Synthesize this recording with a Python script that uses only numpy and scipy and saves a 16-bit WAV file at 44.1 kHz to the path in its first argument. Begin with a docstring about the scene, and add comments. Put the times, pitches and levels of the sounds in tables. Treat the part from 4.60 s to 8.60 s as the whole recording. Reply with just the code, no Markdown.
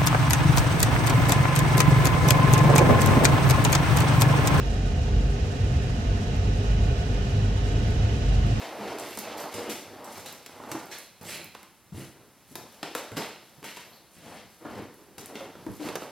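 """Tyres rumble and sing on a snowy road at night, heard inside a car gathering a little speed.
Packed snow thumps the suspension and sets the body booming and drumming; the engine drones underneath,
slowly rising. The heater blower hisses and hums through its ducts, with a thin whistle and a flickering
fizz on top. A few faint ticks come from the trim."""
import sys
import numpy as np
from scipy import signal
from scipy.fft import irfft
from scipy.io import wavfile
from scipy.ndimage import uniform_filter1d

SR = 44100
rng = np.random.default_rng(int(sys.argv[2]) if len(sys.argv) > 2 else 0)


def store_wav(level_fs):
    """Save 16-bit WAV to argv[1]."""
    pcm = np.round(np.clip(np.atleast_2d(level_fs), -1, 1) * 32767)
    wavfile.write(sys.argv[1], SR, pcm.T.astype(np.int16))


N = 176400
T, HZ = np.arange(N) / SR, np.fft.rfftfreq(N, 1 / SR)


def amp(db):
    """Decibels to gain."""
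    return 10 ** (np.asarray(db) / 20)


def unit(x):
    """Scale to rms 1."""
    return x / np.sqrt(np.mean(x ** 2) + 1e-20)


def curve(points):
    """Breakpoints to a per-sample curve."""
    return np.interp(T, *np.transpose(points))


def colour(hz, db):
    """Gain per FFT bin, interpolated on a log frequency axis."""
    return amp(np.interp(np.log(HZ + 1), np.log(hz), db))


def noise(gain):
    """Noise of given amplitude per root Hz; rows share their random phases."""
    return irfft(gain * np.exp(2j * np.pi * rng.random(len(HZ))) * np.sqrt(SR * N / 2), N)


def drift(rate_hz):
    """Low-passed random control signal, rms 1."""
    return unit(noise(np.exp(-(HZ / rate_hz) ** 2) * (HZ > 0)))


def narrowband(hz, width_hz):
    """Complex noise band around a pitch; real part has rms 1."""
    carrier = np.exp(2j * np.pi * np.cumsum(hz * np.ones(N)) / SR)
    return carrier * (drift(width_hz) + 1j * drift(width_hz))


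def pan(pan_db):
    """Left and right gains; pan_db is right minus left."""
    return amp(np.array([[-.5], [.5]]) * pan_db)


# freq_hz, density_db_per_hz
RUMBLE_SPECTRUM = [(8, -59), (23, -65), (32, -57.5), (43, -59), (56, -48), (72, -48), (88, -48), (118, -48),
                   (150, -53.5), (180, -55), (225, -56), (280, -60), (335, -65.5), (400, -70), (520, -75.5),
                   (900, -103), (3000, -130)]
# time_s, gain_db
ROAD_ROUGHNESS = [(0, -2.5), (.35, -0.5), (.7, 0), (.9, -3), (1.07, 0), (1.45, -0.5), (1.75, -1.5),
                  (2.3, 0), (2.6, -1.5), (2.9, -3.5), (3.2, 1), (3.55, -.5), (4, 2)]

def tyre_rumble(side_db=-17.5, flutter_db=0.5):
    """Road noise through the floor, nearly the same on both sides."""
    spectrum = colour(*np.transpose(RUMBLE_SPECTRUM))
    side = amp(side_db) * noise(spectrum) * np.array([[1], [-1]])
    return (noise(spectrum) + side) * amp(curve(ROAD_ROUGHNESS) + flutter_db * drift(rate_hz=25))


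# time_s, level_db
TREAD_LEVEL = [(0, -50.5), (.45, -47.5), (.85, -51.5), (1.12, -47.5), (1.4, -51.5), (1.65, -45),
               (2.1, -57.5), (2.38, -45), (2.7, -55), (3.1, -49.5), (3.27, -47), (3.55, -49.5), (3.88, -47),
               (4, -54)]

def tread_song(pitch_hz=712, wander_hz=15, width_hz=39, left_lead_rad=.6):
    """The tread sings on the snow, wandering and surging."""
    tone = narrowband(pitch_hz + wander_hz * drift(rate_hz=5.78), width_hz)
    stereo = np.array([tone * np.exp(1j * left_lead_rad), tone]).real
    return pan(pan_db=5) * amp(curve(TREAD_LEVEL)) * stereo


# time_s, level_db
THUMP_LEVEL = [(0, -37), (.3, -28), (.58, -27), (.73, -40), (.83, -26), (.92, -40), (1.08, -26.5),
               (1.3, -32), (1.45, -41), (1.75, -33), (1.95, -30), (2.3, -27.5), (2.5, -32.5), (2.85, -33.5),
               (3.2, -28), (3.55, -27), (3.71, -35), (4, -34)]

def suspension_thumps(mode_hz=68.76, width_hz=17.2, gain_db=-1):
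    """Packed snow thumps through the wheels into a broad low resonance."""
    return amp(curve(THUMP_LEVEL) + gain_db) * narrowband(mode_hz, width_hz).real


# time_s, level_db
BOOM_LEVEL = [(0, -42), (.1, -21.5), (.18, -37), (.27, -20), (.37, -36), (.59, -20), (.75, -25.5),
              (.98, -40), (1.06, -20.5), (1.12, -37), (1.36, -25), (1.43, -35), (1.5, -19), (1.6, -36),
              (1.68, -28), (1.95, -22.5), (2.03, -35), (2.12, -20.5), (2.45, -30.5), (2.55, -21.5),
              (2.8, -39), (2.88, -24), (3.4, -27), (3.54, -38), (3.68, -19), (3.82, -19.5), (3.92, -28),
              (4, -38)]

def body_boom(mode_hz=48.43, wander_hz=1.17, gain_db=-1.5):
    """A low cabin mode swells with each rut."""
    cycles = np.cumsum(mode_hz + wander_hz * drift(rate_hz=8.7)) / SR
    envelope = uniform_filter1d(amp(curve(BOOM_LEVEL) + gain_db), size=1500)
    return np.sqrt(2) * envelope * np.sin(2 * np.pi * cycles)


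# time_s, level_db
PANEL_LEVEL = [(0, -34), (.7, -34.5), (.9, -40), (1.1, -29.5), (1.7, -43), (2.1, -51), (2.3, -29),
               (2.5, -40), (2.72, -28), (2.95, -40.5), (3.7, -39), (3.85, -28), (4, -33)]

def panel_drumming(mode_hz=128.3, width_hz=12, gain_db=-2.5):
    """Body panels drum in a higher, broader mode."""
    return amp(curve(PANEL_LEVEL) + gain_db) * narrowband(mode_hz, width_hz).real


# time_s, firing_hz
FIRING_RATE = [(0, 93.76), (.6, 94.5), (1.2, 97.3), (1.8, 98.7), (2.3, 100.7), (2.95, 100.9), (3.4, 106.1),
               (3.7, 104.6), (4, 106.5)]
# time_s, level_db
ENGINE_LEVEL = [(0, -32.5), (.45, -34), (.68, -37), (.92, -24.5), (1.1, -34), (1.25, -27), (1.45, -37.5),
                (1.54, -22.5), (1.65, -26.5), (2.2, -25), (2.4, -30.5), (2.69, -34), (2.77, -19),
                (2.93, -25), (3.05, -24.5), (3.2, -28), (3.42, -24), (3.55, -27), (3.7, -35), (3.85, -26),
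                (4, -26)]
# firing_multiple, gain_db
ENGINE_ORDERS = [(.5, -15), (1, -4), (1.5, -17), (2, -21), (2.5, -27)]

def engine_drone(flutter_db=2.4):
    """Orders of the firing rate, each unsteady in level."""
    cycles = np.cumsum(curve(FIRING_RATE)) / SR
    orders = np.zeros(N)
    for multiple, gain_db in ENGINE_ORDERS:
        gain = amp(gain_db + flutter_db * drift(rate_hz=15))
        orders += gain * np.sin(2 * np.pi * (multiple * cycles + rng.random()))
    return np.sqrt(2) * amp(curve(ENGINE_LEVEL)) * orders


# freq_hz, left_db_per_hz, right_db_per_hz
VENT_SPECTRUM = [(40, -69, -72), (151, -65, -86), (323, -74, -70), (450, -93, -74), (563, -83, -71.5),
                 (674, -70.5, -67), (807, -77, -68), (934, -85.5, -81), (1140, -79, -76),
                 (1770, -79.5, -73.5), (2060, -78.5, -75), (2180, -80, -81), (2830, -85, -77),
                 (3770, -82.5, -79), (4940, -89, -82.5), (5300, -88.5, -81.5), (6680, -89, -83.5),
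                 (7880, -96.5, -93.5), (8800, -103, -101.5), (13800, -112, -108), (14700, -128, -126)]
# centre_hz, width_hz, left_db_per_hz, right_db_per_hz, left_lead_rad
DUCT_MODES = [(426.5, 55, -62.5, -62, -0.13), (469, 70, -69, -65, 0.1), (512, 45, -69.5, -64.5, 1.5),
              (608.5, 46, -69, -67, -1), (750, 51, -79, -72.5, 2.5), (856, 75, -97, -72, 4),
              (900, 40, -71.5, -73, 2), (1043, 120, -76.5, -89, 1.2), (1270, 91, -74.5, -74.5, 2.5),
              (1487, 36, -69.5, -76, 2), (1900, 67, -90, -83, 3.5), (2200, 280, -92, -86, -4.5),
              (2512, 160, -79, -75, -1), (2745, 54, -73, -76.5, 1), (2865, 46, -77.5, -74.5, 0),
              (2980, 170, -85, -76, 1.5), (3270, 110, -84, -84, 0), (3806, 64, -82, -83.5, 1.5),
              (9700, 140, -94.5, -102, 0.5)]
# time_s, gain_db
HISS_GAIN = [(0, -0.55), (.7, -1), (1.6, -0.26), (2.6, 0.1), (3.1, 0.1), (3.5, 0.3), (4, 0.5)]

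def blower_hiss(ripple_db=1.94, flutter_db=0.35):
    """Diffuse vent hiss plus air ringing in the ducts and cabin."""
    freq_hz, *sides_db = np.transpose(VENT_SPECTRUM)
    air = np.zeros((2, N))
    for channel, density_db in enumerate(sides_db):
        ripple = np.interp(HZ, T * SR / 6, drift(rate_hz=97))  # drift laid along the frequency axis
        air[channel] = noise(colour(freq_hz, density_db) * amp(ripple_db * ripple))
    for centre_hz, width_hz, left_db, right_db, left_lead_rad in DUCT_MODES:
        resonance = 1 / (1 + (np.sqrt(2) * (HZ - centre_hz) / width_hz) ** 2)
        sides = np.array([[amp(left_db) * np.exp(1j * left_lead_rad)], [amp(right_db)]])
        air += noise(resonance * sides)
    return air * amp(curve(HISS_GAIN) + flutter_db * drift(rate_hz=21))


# pitch_hz, level_db, pan_db
HUM_TONES = [(400.5, -47.5, -1), (507.7, -53.5, 5)]
# time_s, gain_db
HUM_GAIN = [(0, -2), (.35, -0.5), (.6, 1.5), (1.25, 2), (1.5, -1.5), (2, 0), (2.9, 2), (3.4, -3), (3.7, -8),
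            (4, -18)]

def blower_hum(wander_hz=1.43, flutter_db=2.5):
    """Two wavering tones of the blower wheel."""
    out = np.zeros((2, N))
    for pitch_hz, level_db, pan_db in HUM_TONES:
        cycles = np.cumsum(pitch_hz + wander_hz * drift(rate_hz=11.5)) / SR
        tone = amp(flutter_db * drift(rate_hz=8.7)) * np.sin(2 * np.pi * cycles)
        out += pan(pan_db) * amp(level_db) * unit(tone)
    return out * amp(curve(HUM_GAIN))


# time_s, pitch_hz, level_db
WHISTLE_TRACK = [(0, 2930, -63), (.8, 2976, -64), (1.7, 2955, -61), (2.2, 2978, -55.5), (2.65, 2982, -52.5),
                 (3.1, 2970, -54.5), (4, 2987, -56)]

def gap_whistle(width_hz=24):
    """Air through a narrow gap: a faint, breathy tone creeping upward."""
    time_s, pitch_hz, level_db = np.transpose(WHISTLE_TRACK)
    tone = np.array([narrowband(np.interp(T, time_s, pitch_hz), width_hz).real for _ in range(2)])
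    return pan(pan_db=3) * amp(np.interp(T, time_s, level_db)) * tone


# freq_hz, density_db_per_hz
GRIT_SPECTRUM = [(2000, -112), (5000, -90.5), (8000, -94.5), (10000, -103), (14000, -111), (14700, -128)]

def grit_fizz(flutter_db=4.5, swell_db=1.5):
    """Flickering treble, like fine snow grit on the car."""
    clumps = amp(flutter_db * np.tanh(drift(rate_hz=34)) + swell_db * np.tanh(drift(rate_hz=9.2)))
    spectrum = colour(*np.transpose(GRIT_SPECTRUM))
    return unit(clumps) * np.array([noise(spectrum) for _ in range(2)])


def tick(decay_s, snap_db=8, tail_db=-22, tail_s=.005, band_hz=(1500, 8500)):
    """One-sample snap, decaying scratch and short cabin scatter; peak 1."""
    t = T[:SR // 30]
    envelope = np.exp(-t / decay_s) + amp(tail_db) * np.exp(-t / tail_s)
    burst = rng.standard_normal((2, len(t))) * envelope
    burst[:, 0] = amp(snap_db)
    burst = signal.sosfilt(signal.butter(1, band_hz, "band", fs=SR, output="sos"), burst)
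    return burst / abs(burst).max(1, keepdims=True)


# start_s, peak_db, pan_db, decay_s
TRIM_TICKS = [(.058, -42, 5, .007), (.872, -48, 0, .002), (1.383, -49, 1, .005), (1.764, -42.5, 9, .0035),
              (3.268, -48, 0, 0.0056), (3.279, -42.5, 0, .007), (3.3072, -28, 0, .00003),
              (3.422, -46, 0, .002), (3.785, -49, 2, .004), (3.866, -41, 5, .007)]

def trim_ticks():
    """Loose trim ticks as the car shakes."""
    out = np.zeros((2, N))
    for start_s, peak_db, pan_db, decay_s in TRIM_TICKS:
        burst, start = tick(decay_s), round(start_s * SR)
        out[:, start:start + burst.shape[1]] += amp(peak_db) * pan(pan_db) * burst
    return out


def scene():
    """Stereo mix at the front seats."""
    low = engine_drone() + tyre_rumble() + suspension_thumps() + body_boom() + panel_drumming()
    driving = pan(pan_db=0.64) * low + tread_song()
    return driving + blower_hiss() + blower_hum() + gap_whistle() + grit_fizz() + trim_ticks()


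def record(dry):
    """Linear-phase low-pass."""
    cutoff_hz = 15600
    taps = signal.firwin(255, cutoff_hz, window=("kaiser", 8), fs=SR)
    return signal.oaconvolve(dry, taps[None], "same")


dry = scene()
out = record(dry)
store_wav(out)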